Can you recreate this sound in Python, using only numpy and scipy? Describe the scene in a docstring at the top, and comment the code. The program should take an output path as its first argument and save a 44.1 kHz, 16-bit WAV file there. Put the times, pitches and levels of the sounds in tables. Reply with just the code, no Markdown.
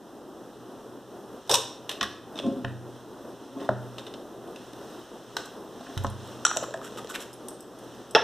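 """Film camera and small can

A metal camera on a wooden table fires its shutter, a finger leaves the release, and the body is tipped
up and set back. Then a small metal can is picked up, its lid is knocked on and screwed shut, and it is
set down. Each touch is a tiny rattle that rings the metal; the heavier bumps also ring the table.
A phone in the quiet room mixes its two microphone openings, which cancels some pitches."""
import sys
import numpy as np
from scipy import signal
from scipy.fft import rfft, irfft, next_fast_len
from scipy.io import wavfile
from scipy.ndimage import map_coordinates

SR = 44100
rng = np.random.default_rng(int(sys.argv[2]) if len(sys.argv) > 2 else 0)


def materialize(psi):
    """Save the field psi as 16-bit PCM at rate SR to the path in sys.argv[1].

    A 1-D psi becomes a single channel; in a 2-D psi each row is a channel.
    """
    bounded = np.clip(np.atleast_2d(psi).T, -1, 1)
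    quanta = np.round(bounded * 32767).astype(np.int16)
    wavfile.write(sys.argv[1], SR, quanta)


N = 362943
CONTACT_TIME_S = np.arange(2 ** 13) / SR  # the clock within one touch

# A touch has a sharp crack, a high sparkle and a pitched knock. Sparkle and knock levels count from
# the crack's level. A decay is the time taken to fade by 60 dB.
# Shutter parts catch and stop: start_s, crack_db, sparkle_db, knock_hz, knock_db, decay_s
SHUTTER_CLICKS = [(1.473, -43, -27, 700, -4, 0.056), (1.4935, -15.5, -9, 820, -5, 0.072),
                  (1.503, -28, -16, 480, 9, 0.024), (1.5105, -10.5, -28, 488, -8.5, .035),
                  (1.521, -16, -11, 498, -1.5, .06), (1.532, -18.5, -20, 960, -4.5, 0.063),
                  (1.5399, -7.5, -24, 930, -12, 0.046), (1.553, -9.5, -25, 930, -15, 0.019)]
# Fingers and table touch the camera: start_s, crack_db, sparkle_db, knock_hz, knock_db, decay_s
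CAMERA_TOUCHES = [(1.8926, -21, -8.5, 1110, -10.5, 0.043), (1.9107, -27, -8.5, 584, -7, 0.1),
                  (2.0092, -15, -28, 1900, -6.5, 0.04), (2.0279, -17, -14, 1130, -4, .022),
                  (2.0339, -31.5, -8, 1820, 7.5, 0.081), (2.356, -36, -18, 478, -10, .02),
                  (2.367, -39, -20, 603, -6, .02), (2.376, -33, -18, 748, -6, .02),
                  (2.388, -23, -30, 386, -25, 0.028), (2.3964, -29, -20, 590, -1, .03),
                  (2.6468, -38, -29, 1630, 16, 0.015), (3.599, -43, -30, 1950, 3.5, 0.31),
                  (3.69, -24.5, -38, 635, 13.5, 0.0074), (3.7059, -52, -21, 390, 25, 0.04),
                  (3.9816, -28.5, -16, 523, -8, .07), (4.0658, -33, -17, 401, -6, 0.037),
                  (4.077, -41, -15, 417, 3, 0.027), (4.1385, -31.5, -34, 610, -6, 0.018),
                  (4.4748, -49, -3, 493, -10, .03), (4.559, -33.5, -13, 526, -10, 0.03),
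                  (4.7313, -45, 2, 420, 1, 0.038)]
# A hand gathers can and lid: start_s, crack_db, sparkle_db, knock_hz, knock_db
CAN_GRABS = [(5.3673, -20, -5, 1430, 3), (5.8094, -43, -14, 640, 7), (5.8672, -48.5, -10, 1490, 12.5),
             (5.976, -26, -2.5, 1630, -1), (6.0377, -43.5, 10, 740, 8), (6.046, -39.5, -18, 840, 20.5),
             (6.0671, -31.5, -12, 1060, 1)]
# The lid is knocked on and fingered: start_s, crack_db, sparkle_db, knock_hz, knock_db
LID_KNOCKS = [(6.4506, -8.5, -9.5, 1436, -2), (6.4656, -13, -16, 1270, -7), (6.5124, -30.5, -8, 1290, 12.5),
              (6.5706, -12.5, -10.5, 633, -8), (6.626, -42, -10, 548, 17), (6.6395, -40, -6, 1240, 10),
              (6.681, -46, -13, 553, 14.5), (6.7075, -39, -12, 540, 11), (6.7393, -32, -10, 1710, 3),
              (6.742, -42, -14, 638, 18.5), (6.7748, -34.5, -29, 516, 2), (6.8149, -44, -13, 1250, 10.5),
              (6.9213, -45.5, -10, 470, 11.5), (6.9592, -47, -15, 470, 12), (7.0457, -36, -9, 452, 6.5),
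              (7.071, -33.5, -13, 1050, -18), (7.232, -40, -10, 1400, -4)]
# The thread scrapes as the lid turns: start_s, crack_db, sparkle_db, knock_hz, knock_db, length_s
THREAD_SCRAPES = [(6.557, -35.5, 2, 660, 11.5, 0.024), (6.622, -36.5, -3, 1225, 2, 0.026),
                  (6.812, -37, 0, 1500, -3, 0.085), (6.964, -36, -2.5, 1270, 0.5, 0.04),
                  (7.085, -37, 4, 1470, 1, 0.044), (7.134, -37.5, 7, 2260, 15, 0.041),
                  (7.192, -37, 3, 1480, -16, 0.049)]
# The loose lid tinkles: start_s, crack_db, pitch_hz
LID_TINKLES = [(5.4564, -39.5, 7850), (6.0994, -39, 9700), (6.2741, -44, 8000), (7.33, -39, 8100),
               (7.3373, -40, 9670), (7.4839, -30, 9570), (7.505, -41, 8050), (7.605, -37.5, 7960),
               (7.626, -51, 8300), (7.7877, -45, 8800), (7.84, -49, 5960), (8.109, -39, 8070)]
# The closed can lands and bounces: start_s, crack_db, knock_hz, knock_db
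CAN_BOUNCES = [(8.1494, -3, 453, -5.5), (8.1534, -11, 830, -1), (8.1604, -19, 654, 9.5),
               (8.1655, -24, 1014, 14), (8.177, -32.5, 1770, 12)]
# How hard each bump drives the table's notes: start_s, shove_db, low_board_db, high_board_db, top_db
TABLE_BUMPS = [(1.501, -65, -50, -44.5, -43), (2.014, -49, -49, -53, -32), (2.44, -68, -66, -41, -38),
               (2.645, -46, -42, -33, -31.5), (3.691, -55, -46, -32, -27.5),
               (5.969, -43, -28.5, -35.5, -41), (6.045, -38, -31.5, -35, -29), (8.149, -66, -62, -56, -47)]
# Sliding strokes: start_s, swell_s, hold_s, fade_s, groan_db, groan_cutoff_hz, skin_hiss_db
SLIDES = [(2.323, 0.063, 0.0045, 0.048, -52, 400, -46), (2.396, 0.064, 0.012, 0.16, -26, 340, -51),
          (3.493, 0.115, 0.06, 0.009, -38.5, 800, -52), (5.373, 0.0041, 0.0064, 0.16, -48, 900, -43.5),
          (5.8, .01, 0.13, .01, -45, 900, -60)]

# The notes each object rings with when hit: pitch_hz, decay_s, relative_db
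CAMERA_NOTES = [(485, 0.034, -13), (1740, 0.055, 0), (2600, 0.03, -2), (3260, 0.037, -6), (3620, 0.015, 8),
                (3600, 0.015, -7), (5010, 0.012, 5), (5600, 0.019, 12.5), (6200, 0.0078, -13),
                (7400, 0.011, -26), (8200, 0.011, 8), (10700, 0.0092, -15), (14000, .02, -27)]
OPEN_CAN_NOTES = [(2580, 0.01, -31), (3430, 0.0084, -6.5), (5860, .025, -1), (5940, 0.018, -7),
                  (7180, 0.0087, 13), (7690, 0.042, 4), (7950, 0.022, 5.5), (10230, 0.032, -8),
                  (10900, .02, -21)]
LID_NOTES = [(5227, .06, -6), (5670, 0.052, -11), (8150, 0.062, -1), (9870, .06, -6), (10740, 0.058, -7),
             (11700, .05, -3), (12900, 0.054, -13)]
CLOSED_CAN_NOTES = [(1280, 0.025, -2), (1770, .04, -6), (2650, 0.023, -4), (3310, 0.034, 4.5),
                    (5290, 0.015, 12.5), (6440, 0.034, 5)]
TABLE_BOARD_NOTES = [(50, 0.26, 0), (96.15, 0.63, 0), (122.8, 1.0, 0.0041)]
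TABLE_TOP_NOTES = [(204, 0.5, -1), (267.8, 0.09, 4), (403, 0.16, -3), (542.5, 0.23, -2), (690.5, 0.15, 0.5),
                   (891, 0.08, -1), (890, 0.17, -18.5), (1053, 0.076, 0.5)]

# How long the room echoes: pitch_hz, decay_s
ECHO_DECAY = [(100, 1), (500, 0.46), (2000, 0.53), (6000, 0.48), (14000, 0.3)]
# The tone of the room's rumble and of the hiss of skin and rustle: pitch_hz, relative_db
RUMBLE_TONE = [(20, -16.5), (90, -15), (170, -6), (230, 0.5), (370, 3.5), (600, -4), (1200, -15.5),
               (2000, -28), (3500, -46), (6000, -37)]
HISS_TONE = [(1200, 9.5), (2500, 5), (5000, 3), (8000, -2.5), (11000, -9), (13200, -66), (14200, 0.5)]
# The faint rustle rises and falls: time_s, level_db
RUSTLE_LEVELS = [(0.0, -58), (1.4, -56.5), (3.4, -56.5), (4.3, -55.5), (4.65, -52.5), (5.45, -53.5),
                 (6.67, -49), (6.83, -55.5), (7.15, -49), (7.31, -56), (8.23, -54.5)]

# How far the second microphone opening lags: pitch_hz, left_cycles, right_cycles
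OPENING_LAG = [(0, 0, 0), (2240, 1, 1), (3400, 1.5, 1.52), (4478, 1.87, 2), (6632, 2.7, 3), (8785, 3.52, 4),
               (11000, 4.3, 5), (15400, 5.8, 7)]
# How much of that late sound is mixed in: pitch_hz, share
LATE_SHARE = [(500, 0.053), (2200, 0.74), (4500, 0.66), (9000, 0.48), (14000, 0)]
# How far the left channel runs ahead in the bass: pitch_hz, lead_radians
LEFT_LEAD = [(40, 1), (100, 0.86), (200, 0.39), (400, 0.22), (600, 0.15), (900, 0)]
# How much louder left is than right: pitch_hz, difference_db
LEFT_BALANCE = [(25, 5), (60, -4.5), (130, -0.5), (250, 0.8), (600, 0.63), (1200, -0.37)]


def camera():
    """Shutter parts catch and stop, then fingers and table knock against the metal body."""
    clicks = [(*row, blow(decay_s, rise_s=0.0014)) for *row, decay_s in SHUTTER_CLICKS]
    touches = [(*row, blow(decay_s, rise_s=0.00067)) for *row, decay_s in CAMERA_TOUCHES]
    shutter = strike(clicks, CAMERA_NOTES, knock_cycles=16, ring_db=-45, dullness=0.042,
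                     low_hz=3020, high_hz=8000, grit_db=-1.5)
    handling = strike(touches, CAMERA_NOTES, knock_cycles=16, ring_db=-48, dullness=1.22,
                      low_hz=2700, high_hz=6460, grit_db=3.0)
    return shutter + handling


def lid_knocks():
    """The lid is knocked onto the can; harder knocks bring out more of its ring."""
    hits = [(*row, blow(decay_s=0.011, rise_s=0.00017)) for row in LID_KNOCKS]
    return strike(hits, OPEN_CAN_NOTES, knock_cycles=20, ring_db=-18, dullness=1,
                  low_hz=2120, high_hz=7140, grit_db=7.0, ring_growth=0.58)


def can_pickup():
    """Can and lid give dry clicks as a hand gathers them from the table."""
    hits = [(*row, blow(decay_s=0.025, rise_s=0.00017)) for row in CAN_GRABS]
    return strike(hits, OPEN_CAN_NOTES, knock_cycles=2.8, ring_db=-43, dullness=0.55,
                  low_hz=2170, high_hz=7160, grit_db=2.5)


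def lid_screwing():
    """Each twist scrapes the thread and sounds the hollow of the can."""
    hits = [(*row, twist(length_s)) for *row, length_s in THREAD_SCRAPES]
    return strike(hits, OPEN_CAN_NOTES, knock_cycles=13, ring_db=-43, dullness=1,
                  low_hz=1800, high_hz=6700, grit_db=3.5)


def lid_tinkles(sparkle_db=-15, note_db=-7):
    """Light taps ring the loose lid, each with one high note standing out."""
    force = blow(decay_s=0.012, rise_s=0.00064)
    hits = [(start_s, db, sparkle_db, hz, note_db, force) for start_s, db, hz in LID_TINKLES]
    return strike(hits, LID_NOTES, knock_cycles=210, ring_db=-30, dullness=0,
                  low_hz=6000, high_hz=10400, grit_db=2.5)


def can_landing(sparkle_db=-30, stretch=1.8):
    """The closed can hits the table; each bounce rattles longer than the one before."""
    hits = [(start_s, db, sparkle_db, hz, knock_db, blow(decay_s=0.011 * stretch ** k, rise_s=0.00029))
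            for k, (start_s, db, hz, knock_db) in enumerate(CAN_BOUNCES)]
    return strike(hits, CLOSED_CAN_NOTES, knock_cycles=14, ring_db=-38, dullness=0.99,
                  low_hz=1600, high_hz=7040, grit_db=5.5)


def strike(hits, notes, knock_cycles, ring_db, dullness, low_hz, high_hz, grit_db, ring_growth=0):
    """A rattling force makes a crack (low_hz to high_hz), a sparkle above it and a pitched knock."""
    out, size = np.zeros(N + SR), len(CONTACT_TIME_S)
    f = np.fft.rfftfreq(size, 1 / SR)
    treble = (1j * f / high_hz / (1 + 1j * f / high_hz)) ** 4 / (1 + 1j * f / 9500) ** 4
    middle = (1 - 1 / (1 + 1j * f / low_hz)) ** 3 / (1 + 1j * f / high_hz) ** 4
    for start_s, crack_db, sparkle_db, knock_hz, knock_db, force in hits:
        lumps = amp(grit_db * np.repeat(rng.standard_normal(size // 64), 64))  # the force is uneven
        rattle = rfft(force * lumps * rng.standard_normal(size))
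        varied_notes = [(hz, decay_s, db + 2 * rng.normal()) for hz, decay_s, db in notes]
        metal = 1 + amp(ring_db + ring_growth * crack_db) * ringing(varied_notes, f)
        crack = metal * middle / (1 + 1j * f / low_hz) ** (2 * dullness)  # soft touches lose their edge
        knock = ringing([(knock_hz, knock_cycles / knock_hz, 0)], f)
        knock *= soften(f, 2 * knock_hz) * f / (f - 250j)  # trim treble and bass
        parts = irfft(rattle * np.array([crack, metal * treble, knock]), size)
        gains = amp(crack_db + np.array([0, sparkle_db, knock_db])) / np.abs(parts).max(axis=1)
        out[round(start_s * SR):][:size] += gains @ parts
    return out[:N]


def blow(decay_s, rise_s):
    """The force of a blow rises quickly, then dies away."""
    return amp(-60 * CONTACT_TIME_S / decay_s) * (1 - np.exp(-(CONTACT_TIME_S / rise_s) ** 2))


def twist(length_s):
    """The force of a twist swells and lets go."""
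    return np.sin(np.pi * np.clip(CONTACT_TIME_S / length_s, 0, 1)) ** 2


def table_thumps():
    """Soft bumps shove the table and ring the deep notes of its board and the quicker ones of its top."""
    bumps = np.zeros((4, N))
    for start_s, *levels_db in TABLE_BUMPS:
        bumps[:, round(start_s * SR)] = amp(levels_db)

    def wood(f):
        board = [soften(f, 172) * ringing([note], f) for note in TABLE_BOARD_NOTES]
        top = amp(-9.5) * soften(f, 2700) * ringing(TABLE_TOP_NOTES, f) * f / (f - 150j)
        return np.array([*board, top])
    return filtered(bumps, wood).sum(axis=0)


def rubbing():
    """Sliding is grainy: it makes the table top groan and skin hiss on the metal."""
    wood_grain, skin_grain = rng.standard_normal((2, N)) * amp(2.8 * np.array([wobble(60), wobble(300)]))
    metal = lambda f: amp(at_pitch(HISS_TONE, f)) * (1 + amp(-52) * ringing(CAMERA_NOTES, f))
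    hiss = unit(filtered(skin_grain, metal))
    out = np.zeros(N)
    for *timing, groan_db, cutoff_hz, hiss_db in SLIDES:
        wood = lambda f: ringing(TABLE_TOP_NOTES[1:], f) / (1 + 1j * f / cutoff_hz) ** 3
        groan = unit(filtered(wood_grain, wood))
        out += stroke(*timing) * (amp(groan_db) * groan + amp(hiss_db) * hiss)
    return out


def stroke(start_s, swell_s, hold_s, fade_s, edge_db=-23):
    """The loudness of one slide: it swells, holds and fades, with silence on both sides."""
    corners_s = start_s + np.cumsum([0, swell_s, hold_s, fade_s])
    return amp(np.interp(np.arange(N) / SR, corners_s, [edge_db, 0, 0, edge_db], -120, -120))


def room_echo(sound):
    """Each third of a second gets its own echo; in the treble the left and right walls differ."""
    out, step = np.zeros(N + 2 * SR), SR // 3
    for start in range(0, N, step):
        echo = signal.fftconvolve(sound[start:start + step], echo_tail())
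        out[start + 200:][:len(echo)] += echo
    side_echo = signal.fftconvolve(sound, echo_tail())[:N]
    side_treble = filtered(side_echo, lambda f: (1j * f / 4000 / (1 + 1j * f / 4000)) ** 4)
    return out[:N] + amp(-12.5) * np.outer([1, -1], side_treble)


def echo_tail():
    """The room's answer to one click: noise in which each pitch dies at its own speed."""
    hz, time_s, spectrum = signal.stft(rng.standard_normal(SR // 2), SR, nperseg=256)
    fade = amp(-60 * time_s / at_pitch(ECHO_DECAY, hz)[:, None])
    tail = signal.istft(spectrum * fade, SR, nperseg=256)[1]
    return tail / np.linalg.norm(tail)


def background():
    """The room rumbles and the table board hums along, with a high rustle and a thin whine."""
    time_s = np.arange(N) / SR
    rumble = amp(-45 + 0.4 * wobble(2.68) + 1.86 * wobble(14)) * noise(RUMBLE_TONE)[0]
    hum = amp(-60) * unit(filtered(rng.standard_normal(N), lambda f: ringing(TABLE_BOARD_NOTES[2:], f)))
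    rustle_db = np.interp(time_s, *np.transpose(RUSTLE_LEVELS)) + 1.6 * wobble(7.8)
    rustle = amp(rustle_db) * noise(HISS_TONE)[0]
    whine = amp(-82 + 1.8 * wobble(4.6)) * np.sin(2 * np.pi * 9450 * time_s)
    return rumble + hum + rustle + whine


def ringing(notes, f):
    """A filter that turns a click into these fading notes."""
    return sum((-1) ** k * amp(db) * SR * 1j * f / np.pi
               / (hz * hz - f * f + 1j * f * np.log(1000) / (np.pi * decay_s))
               for k, (hz, decay_s, db) in enumerate(notes))


def soften(f, cutoff_hz):
    """A filter that turns down the pitches above the cutoff."""
    return 1 / (1 + 1j * f / cutoff_hz) ** 2


def filtered(sound, response):
    """Pass a sound through a filter, given as a function of frequency."""
    size = next_fast_len(N + SR)
    return irfft(rfft(sound, size) * response(np.fft.rfftfreq(size, 1 / SR)), size)[..., :N]


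def noise(tone, channels=1):
    """Noise shaped by rows of pitch_hz, relative_db."""
    return unit(filtered(rng.standard_normal((channels, N)), lambda hz: amp(at_pitch(tone, hz))))


def wobble(per_second):
    """A smooth curve through this many random values a second."""
    values = rng.standard_normal(int(N * per_second / SR) + 4)
    return map_coordinates(values, [np.arange(N) * per_second / SR])


def at_pitch(rows, hz):
    """Look up a pitch in a table, gliding between its rows."""
    pitches, values = np.transpose(rows)
    return np.interp(np.log(hz + 1), np.log(pitches + 1), values)


def amp(db):
    """Turn decibels into a multiplier."""
    return 10 ** (np.asarray(db) / 20)


def unit(sound):
    """Scale a sound to an average (rms) level of 1."""
    return sound / np.sqrt(np.mean(sound ** 2) + 1e-20)


def scene():
    """Camera and can at one spot in front of the phone, with the table and the room around them."""
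    near = camera() + lid_knocks() + can_pickup() + lid_screwing() + lid_tinkles() + can_landing()
    near += rubbing()
    return near + table_thumps() + amp(-8) * room_echo(near) + background()


def record(dry):
    """The phone mixes its two openings, adds circuit hiss and cuts the lowest and highest pitches."""
    hz, left_lag, right_lag = np.transpose(OPENING_LAG)

    def microphones(f):
        lag = np.array([np.interp(f, hz, left_lag), np.interp(f, hz, right_lag)])
        # The late sound is subtracted, so pitches that lag by whole cycles are weakened.
        notches = 1 - at_pitch(LATE_SHARE, f) * np.exp(-2j * np.pi * lag)
        lead = np.exp(.5j * np.outer([1, -1], at_pitch(LEFT_LEAD, f)))
        balance = amp(.5 * np.outer([1, -1], at_pitch(LEFT_BALANCE, f)))
        return notches * lead * balance
    hiss = amp(-70) * noise([(20, 20), (150, 3), (500, -5), (3000, -61), (4500, 15), (14000, 9)], 2)
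    lowest_hz, highest_hz = 22, 14350
    band = lambda f: (f < highest_hz) * (f / (f - 1j * lowest_hz)) ** 2
    return filtered(filtered(dry, microphones) + hiss, band)


dry = scene()
out = record(dry)
materialize(out)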